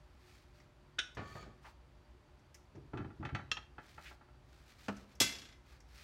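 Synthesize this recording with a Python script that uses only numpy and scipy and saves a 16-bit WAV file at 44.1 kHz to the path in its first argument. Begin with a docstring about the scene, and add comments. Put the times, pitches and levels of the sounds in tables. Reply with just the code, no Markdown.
"""Clothes rustle over a low steady hum in a small kitchen, and a utensil clacks on the worktop.
A glass lid is dragged free, rings, and is lowered onto a frying pan: its steel rim knocks, the pan
thuds on the grate, a spoon in the same hand clinks, and the lid rocks to rest. Last, the spoon drops
on the counter and chatters. Each impact excites the damped normal modes of the object struck;
friction in the cloth and at the rim gives noise that swells and fades."""
import sys
import numpy as np
from scipy import signal
from scipy.fft import rfft, irfft, next_fast_len
from scipy.io import wavfile
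from scipy.ndimage import uniform_filter1d

SR = 44100
rng = np.random.default_rng(int(sys.argv[2]) if len(sys.argv) > 2 else 0)


def persist_wave(psi):
    """Save psi, clipped to +-1, as 16-bit WAV."""
    counts = np.round(np.clip(psi, -1, 1) * 32767).astype(np.int16)
    wavfile.write(sys.argv[1], SR, np.atleast_2d(counts).T)


N = 266283
TIME = np.arange(N) / SR
AGE = TIME[:32768]   # seconds since an event began

# Spectra of continuous noise: frequency_hz, density_db
ROOM_SPECTRUM = [(13, -68.5), (22, -29.5), (39, -10), (64, -1.5), (95, -12), (147, -11), (174, -21),
                 (294, -20), (328, -21.5), (356, -24), (636, -27.5), (837, -25), (1040, -27), (4630, -41),
                 (16000, -60)]
CLOTH_SPECTRUM = [(290, -48), (500, -17), (781, -4), (1060, -57), (1150, -1), (2500, -1), (2720, -5),
                  (4440, -3.5), (10700, -18.5), (15500, -20)]
# Lines of an appliance's hum: pitch_hz, level_db
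HUM_LINES = [(59.2, -67.5), (360.7, -77), (597.5, -81), (4620, -90.5)]
# Movements of the cook's clothes: middle_s, level_db, length_s
RUSTLES = [(0.09, -82, 0.18), (0.33, -68, 0.17), (0.587, -73, 0.089), (1.34, -65, 0.14),
           (1.673, -67, 0.066), (3.899, -67, .12), (4.071, -61.5, .09), (4.574, -70.5, 0.14),
           (4.705, -66, 0.054), (4.838, -63.5, .1), (4.982, -67, 0.085), (5.12, -70, 0.055),
           (5.72, -67.5, 0.079), (6.012, -61.5, 0.14)]
# Slippers scuffing the floor: start_s, level_db, pitch_hz, rise_s
SCUFFS = [(1.641, -56, 950, 0.019), (1.642, -61, 1940, 0.014), (4.051, -53, 2150, 0.015),
          (5.695, -72, 1700, 0.026), (6.023, -57.5, 2600, 0.019)]
# Lid resonances driven by the dragging rim: pitch_hz, width_hz, level_db
DRAG_RESONANCES = [(1140, 18, -4), (1238, 18, 1), (1790, 45, -3), (2330, 90, -5), (3200, 700, -7),
                   (4490, 220, -4), (6700, 1200, -11)]

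# Impacts, brighter as the cutoff rises: start_s, level_db, cutoff_hz
UTENSIL_CLACKS = [(0.9845, -33, 2000), (0.9882, -28.5, 11000), (0.9962, -35.5, 4400)]   # a utensil on the worktop
SPOON_TICKS = [(0.600, -59, 3000), (1.148, -63, 10000), (2.392, -76, 9000), (2.5435, -56, 12000),
               (2.754, -64, 4000), (4.8815, -57, 9000), (4.965, -60, 9000), (5.152, -65, 12000),
               (5.803, -64.5, 9000)]   # the spoon in the hand
SPOON_CLINKS = [(3.5150, -30.5, 10000), (3.5185, -42, 4500), (3.5690, -37, 2750)]   # the spoon against the lid
COUNTER_KNOCKS = [(4.8828, -32, 3500), (4.8875, -50, 1500), (5.2025, -38.5, 4000), (5.2095, -32, 3000)]   # dull blows on the counter
SPOON_BOUNCES = [(5.2012, -27, 16000), (5.2075, -43, 12400), (5.2135, -33, 11900), (5.231, -45.5, 9000)]   # the spoon lands
SPOON_FIRST_ROCK = [(5.263, -45.5, 6200)]   # it starts to rock on its bowl
LID_BUMPS = [(1.170, -44.5, 3130), (1.192, -47, 1380), (1.352, -50, 1580), (1.376, -61, 590),
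             (1.426, -57.5, 5760), (1.462, -53.5, 500)]   # the lid against its resting place as it is picked up
RIM_KNOCKS = [(2.9335, -40.5, 1170), (2.9732, -44.5, 3500), (3.002, -45.5, 1280), (3.045, -49.5, 1600),
              (3.1024, -54, 1500), (3.2276, -40, 1120), (3.2505, -41, 4100), (3.290, -47.5, 2980),
              (3.3485, -37, 4360), (3.391, -48.5, 1900), (3.5684, -47, 2540), (3.7815, -44.5, 1800)]   # the rim is nudged into its seat on the pan
PAN_THUDS = [(2.749, -48.5, 910), (2.776, -54, 595), (2.828, -56.5, 397), (2.934, -41.5, 890),
             (2.960, -42, 604), (2.988, -41.5, 346), (2.998, -38.5, 200), (3.045, -47.5, 407),
             (3.193, -40, 156), (3.204, -47, 910), (3.240, -43, 300), (3.325, -36, 155), (3.352, -43, 193)]   # the pan on the burner grate
LID_FIRST_ROCK = [(3.9797, -48, 1990)]   # the released lid starts to rock

# Distinct normal modes of each object: pitch_hz, level_db, t60_s
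CLACK_MODES = [(1440, -4, .05), (1585, 1, .06), (2000, -9, .06), (2625, -8, .1), (2719, -9, .16),
               (3005, -6, .14), (3115, -4, .08), (3510, -4, .09), (3634, 0, .09), (3760, 2, .08),
               (3920, -2, .1), (5572, -10, .2), (6401, -8, .04)]
CLINK_MODES = [(1267, -4, 0.1), (1768, -5, 0.04), (2702, -2, 0.026), (2840, -19, 0.054), (3230, 5, 0.056),
               (3970, -16, 0.093), (4250, -11, 0.091), (5090, -19, 0.048), (5560, -2, 0.038),
               (6400, -18.5, 0.15), (7050, -15, 0.08)]
COUNTER_MODES = [(96, -7, 0.24), (200.4, 0, 0.2), (275, 4.5, 0.069), (425, -11, 0.098), (518, -8.5, 0.089),
                 (644, -6.5, 0.13), (1090, -14, 0.18), (1302, -11, 0.25)]
SPOON_MODES = [(1541, -15, .38), (1663, -20, .45), (2025, -10, .3), (2081, -11, .55), (2339, -16, .42),
               (2692, -12, .45), (3293, -1, .11), (3415, 0.5, .14), (3498, -18, .42), (3757, -11, .16),
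               (4145, -16, .22), (4203, -5, .17), (4527, -13, .22), (4608, -22, .5), (5063, -11, .34),
               (5140, -9, .28), (5445, -8, .19), (5838, -14, .22), (5881, -9, .21), (6640, -11, .23),
               (7098, -8, .22), (7413, -14, .23), (8105, -9, .16), (8192, -8, .12), (10078, -22, .28),
               (10650, -19, .18), (10703, -20, .2), (11538, -12, .17), (13033, -16, .14), (13861, -21, .17)]
FREE_LID_MODES = [(770, -9, .25), (1135, -5, .8), (1238, 0, .7), (1766, -9, .6), (2330, -14, .4),
                  (2988, -16, .3), (4436, -18, .25)]
SEATED_LID_MODES = [(851, 4, 0.074), (1190, -2.5, 0.11), (1292, -4, 0.083), (1359, 5, 0.093),
                    (1670, -5.5, .14), (1754, -6.5, 0.15), (1975, -8.5, 0.16), (2200, -11, 0.13),
                    (2570, 0, 0.076), (3090, -4.5, 0.087), (3480, -3.5, 0.054), (3900, -19, 0.37),
                    (4190, -11, 0.067), (4470, -12, 0.14), (5600, -13, .11), (6180, -12, 0.11)]
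PAN_MODES = [(89, -1, .25), (108, -3, .12), (137, 2, .35), (212, -6, .2), (310, -2, .14), (350, -6, .16)]

# Spectra of the dense, short-lived modes beneath them: frequency_hz, density_db
CLACK_BODY = [(200, -25), (650, -24), (1050, -27), (1500, -2), (1800, -15), (2100, -12), (3000, -7.5),
              (3700, 1.5), (4200, -17.5), (5600, -12), (6400, -11.5), (7800, -29.5), (8700, -23),
              (15000, -54)]
TICK_BODY = [(500, -34.5), (2000, 1.5), (4000, -15.5), (5500, 5), (7500, -3.5), (9500, -10.5),
             (13000, -7.5), (16000, -10)]
CLINK_BODY = [(120, -55), (200, -21), (923, -22.5), (1450, -15), (1780, -8), (2380, -24), (2700, 2.5),
              (2960, -15), (3240, -8.5), (4750, -19), (5700, -14), (7760, -32.5), (15500, -39)]
COUNTER_BODY = [(50, -17), (110, -9.5), (260, -3), (600, -7), (1300, -7), (2500, -13.5), (3500, -21.5),
                (8000, -16.5), (15000, -32.5)]
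SPOON_BODY = [(200, -6.5), (900, -11), (2000, -2), (3600, -1.5), (5500, 1.5), (7300, -1.5), (8500, -7),
              (12000, -9), (15500, -10)]
FREE_LID_BODY = [(47, -47), (80, -3), (753, -11.5), (1130, -16.5), (1220, -21), (1410, -13), (2430, -19),
                 (2800, -23), (4280, -22.5), (10000, -36), (13000, -75), (22000, -120)]
SEATED_LID_BODY = [(150, 0.5), (400, -5), (850, 0.5), (1030, -5), (1400, 2.5), (2000, -2), (3200, -11.5),
                   (5000, -17.5), (7000, -17), (14000, -26)]
PAN_BODY = [(45, -27), (90, 1.5), (180, -13), (330, 2), (550, -15.5), (1500, -18)]


def from_db(db):
    """Amplitude grows tenfold for every 20 dB."""
    return 10 ** (np.asarray(db) / 20)


def unit_power(x):
    """Division by the RMS amplitude gives unit power."""
    return x / np.sqrt(np.mean(x ** 2) + 1e-20)


def add(out, start_s, sound):
    """Superposition: a sound adds to those already present."""
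    start = int(start_s * SR)
    out[start:start + len(sound)] += sound[:N - start]


def decay(t60_s):
    """Damping lowers a free vibration exponentially, by 60 dB in t60_s."""
    return np.exp(-np.log(1000) * AGE / t60_s)


def flicker(window_samples):
    """A moving average of white noise leaves a slower fluctuation, of unit power."""
    return unit_power(uniform_filter1d(rng.standard_normal(N), size=window_samples))


def coloured_noise(spectrum, size):
    """Spectral weighting colours white noise; the result has unit power."""
    hz, db = np.transpose(spectrum)
    padded = next_fast_len(size)
    log_hz = np.log(np.fft.rfftfreq(padded, 1 / SR) + 1)
    bass_rolloff = np.exp(2 * np.minimum(log_hz - np.log(hz[0]), 0))
    gain = from_db(np.interp(log_hz, np.log(hz), db)) * bass_rolloff
    white = rfft(rng.standard_normal(padded))
    return unit_power(irfft(white * gain, padded)[:size])


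def resonant_noise(hz, width_hz, size):
    """Resonance, applied twice, selects a band of noise; the result has unit power."""
    b, a = signal.iirpeak(hz, hz / width_hz, fs=SR)
    once = signal.lfilter(b, a, rng.standard_normal(size + SR))
    return unit_power(signal.lfilter(b, a, once)[SR:])   # the steady state, after one second


def dense_modes(spectrum, t60_s, damping):
    """Overlapping modes merge into decaying noise; t60_s holds at 1 kHz and shortens in the treble."""
    centres_hz = np.geomspace(125, 16000, 6)
    log_hz = np.log(np.fft.rfftfreq(len(AGE), 1 / SR) + 1)
    shares = np.array([np.interp(log_hz, np.log(centres_hz), row) for row in np.eye(len(centres_hz))])
    bands = irfft(rfft(coloured_noise(spectrum, len(AGE))) * shares)
    band_t60_s = t60_s * (centres_hz / 1000) ** -damping
    return np.sum(bands * decay(band_t60_s[:, None]), axis=0)


def struck(impacts, modes, body, ring_db, body_db, t60_s, damping):
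    """Modal excitation: each impact lands on another spot and shares its force differently among modes."""
    out = np.zeros(N)
    rings = np.array([from_db(db) * np.sin(2 * np.pi * hz * AGE) * decay(life_s)
                      for hz, db, life_s in modes])
    signs = (-1) ** np.arange(len(modes))   # neighbouring modes start in opposite directions
    attack = 1 - np.exp(-AGE / 0.0006)   # slightly softened, building up over about a millisecond
    for start_s, level_db, cutoff_hz in impacts:
        strengths = signs * from_db(ring_db + rng.standard_normal(len(modes)))
        dense = from_db(body_db) * dense_modes(body, t60_s, damping)
        vibration = attack * (strengths @ rings + dense)
        contact = signal.butter(2, cutoff_hz, fs=SR)   # a longer contact excites less treble
        add(out, start_s, from_db(level_db) * signal.lfilter(*contact, vibration))
    return out


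def rocking(first, gap_s, gap_ratio, loss_db, dulling, count):
    """Rocking loses energy at each impact: gap, amplitude and cutoff follow geometric progressions."""
    (start_s, level_db, cutoff_hz), = first
    return [(start_s + gap_s * np.sum(gap_ratio ** np.arange(k)),
             level_db - loss_db * k,
             cutoff_hz * dulling ** k) for k in range(count)]


def kitchen(direct, wet_db, t60_s):
    """Reverberation: hard walls and tiles add a short diffuse tail to the direct sound."""
    tail = dense_modes([(80, 1), (1000, -2), (5000, -1.5), (15000, 0.5)], t60_s, damping=0.086)
    tail *= 1 - np.exp(-(AGE / 0.011) ** 2)   # reflections take a moment to build up
    return direct + from_db(wet_db) * signal.fftconvolve(direct, tail / np.linalg.norm(tail))[:N]


def background():
    """Stationary noise: broad room rumble and hiss, with narrow bands heard as a wavering hum."""
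    hum = sum(from_db(db) * resonant_noise(hz, 4 + 0.016 * hz, N) for hz, db in HUM_LINES)
    return from_db(-62) * coloured_noise(ROOM_SPECTRUM, N) + hum


def clothes():
    """Sliding friction in cloth makes grainy noise whose amplitude follows the speed of movement."""
    speed = sum(from_db(db) * np.exp(-2 * ((TIME - middle_s) / length_s) ** 2)
                for middle_s, db, length_s in RUSTLES)
    grain_db = 1.9 * flicker(window_samples=200)
    return speed * from_db(grain_db) * coloured_noise(CLOTH_SPECTRUM, N)


def slippers():
    """Friction between sole and floor gives a broad band of noise that swells and fades."""
    out = np.zeros(N)
    for start_s, db, hz, rise_s in SCUFFS:
        swell = AGE / rise_s * np.exp(1 - AGE / rise_s)
        add(out, start_s, from_db(db) * swell * resonant_noise(hz, 0.67 * hz, len(AGE)))
    return out


def held_utensils():
    """Damping by the fingers keeps the ring of hand-held steel short."""
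    clack = struck(UTENSIL_CLACKS, CLACK_MODES, CLACK_BODY,
                   ring_db=-9.5, body_db=3, t60_s=0.063, damping=0.18)
    clink = struck(SPOON_CLINKS, CLINK_MODES, CLINK_BODY,
                   ring_db=-2, body_db=2, t60_s=0.06, damping=0.11)
    tick = struck(SPOON_TICKS, SPOON_MODES, TICK_BODY, ring_db=-29, body_db=3.5, t60_s=0.1, damping=0.17)
    return kitchen(clack + tick, wet_db=-10, t60_s=0.38) + kitchen(clink, wet_db=-12.5, t60_s=0.33)


def shimmer_modes(level_db, t60_s, count):
    """A spoon's weak bending and twisting modes lie close enough to beat; t60_s holds at 4 kHz."""
    hz = np.geomspace(2300, 15000, count) * rng.uniform(0.985, 1.015, count)
    body_hz, colour_db = np.transpose(SPOON_BODY)
    db = level_db + np.interp(hz, body_hz, colour_db) + 3 * rng.standard_normal(count)
    return list(zip(hz, db, t60_s * (4000 / hz) ** 0.14))


def spoon_on_counter():
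    """Free vibration: the dropped spoon rings, then rocks; the counter's low modes give a hollow knock."""
    settling = rocking(SPOON_FIRST_ROCK, gap_s=0.0285, gap_ratio=1.038, loss_db=2, dulling=0.92, count=9)
    free_modes = SPOON_MODES + shimmer_modes(level_db=-15, t60_s=0.2, count=110)
    landing = struck(SPOON_BOUNCES, free_modes, SPOON_BODY,
                     ring_db=-2.5, body_db=-1, t60_s=0.17, damping=0.1)
    chatter = struck(settling, SPOON_MODES, SPOON_BODY, ring_db=-3.5, body_db=7, t60_s=0.15, damping=0.1)
    knock = struck(COUNTER_KNOCKS, COUNTER_MODES, COUNTER_BODY,
                   ring_db=-5.5, body_db=-0.5, t60_s=0.11, damping=0.21)
    return kitchen(landing + chatter, wet_db=-15, t60_s=0.64) + kitchen(knock, wet_db=-13, t60_s=0.72)


def rim_drag():
    """Stick-slip friction drives the lid's resonances ever harder until the steel rim comes free."""
    start_s, end_s, attack_s, release_s = 1.15, 1.432, 0.037, 0.0099
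    end_db, swell_db_per_s = -58.5, 29
    attack = np.clip((TIME - start_s) / attack_s, 0, 1)
    release = np.exp(-np.maximum(TIME - end_s, 0) / release_s)
    pull_db = end_db - swell_db_per_s * np.maximum(end_s - TIME, 0)
    slips_db = 2 * flicker(window_samples=260)
    ringing = sum(from_db(db) * resonant_noise(hz, width_hz, N) for hz, width_hz, db in DRAG_RESONANCES)
    return attack * release * from_db(pull_db + slips_db) * unit_power(ringing)


def lid_and_pan():
    """Contact damping: the lid rings long in the air but briefly on the pan, which thuds on the grate."""
    settling = rocking(LID_FIRST_ROCK, gap_s=0.131, gap_ratio=0.757, loss_db=4.5, dulling=0.88, count=5)
    lift = struck(LID_BUMPS, FREE_LID_MODES, FREE_LID_BODY,
                  ring_db=-6.5, body_db=4, t60_s=0.24, damping=0.034)
    rim = struck(RIM_KNOCKS + settling, SEATED_LID_MODES, SEATED_LID_BODY,
                 ring_db=-7, body_db=-0.5, t60_s=0.11, damping=0.15)
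    thud = struck(PAN_THUDS, PAN_MODES, PAN_BODY, ring_db=-4, body_db=3.5, t60_s=0.18, damping=0.22)
    return (kitchen(lift + rim_drag() + thud, wet_db=-9.5, t60_s=0.56)
            + kitchen(rim, wet_db=-9.5, t60_s=0.35))


def scene():
    """The pressures of all sources superpose at one point just above the stove."""
    pressure = lid_and_pan() + held_utensils() + spoon_on_counter() + clothes() + slippers() + background()
    return pressure[None, :]


def record(dry):
    """Band limiting: the small microphone loses the deepest bass, and the top is cut steeply."""
    highpass = signal.butter(4, 36, "high", fs=SR, output="sos")
    lowpass = signal.ellip(10, 0.1, 80, 15800, fs=SR, output="sos")
    return signal.sosfilt(lowpass, signal.sosfilt(highpass, dry))


dry = scene()
out = record(dry)
persist_wave(out)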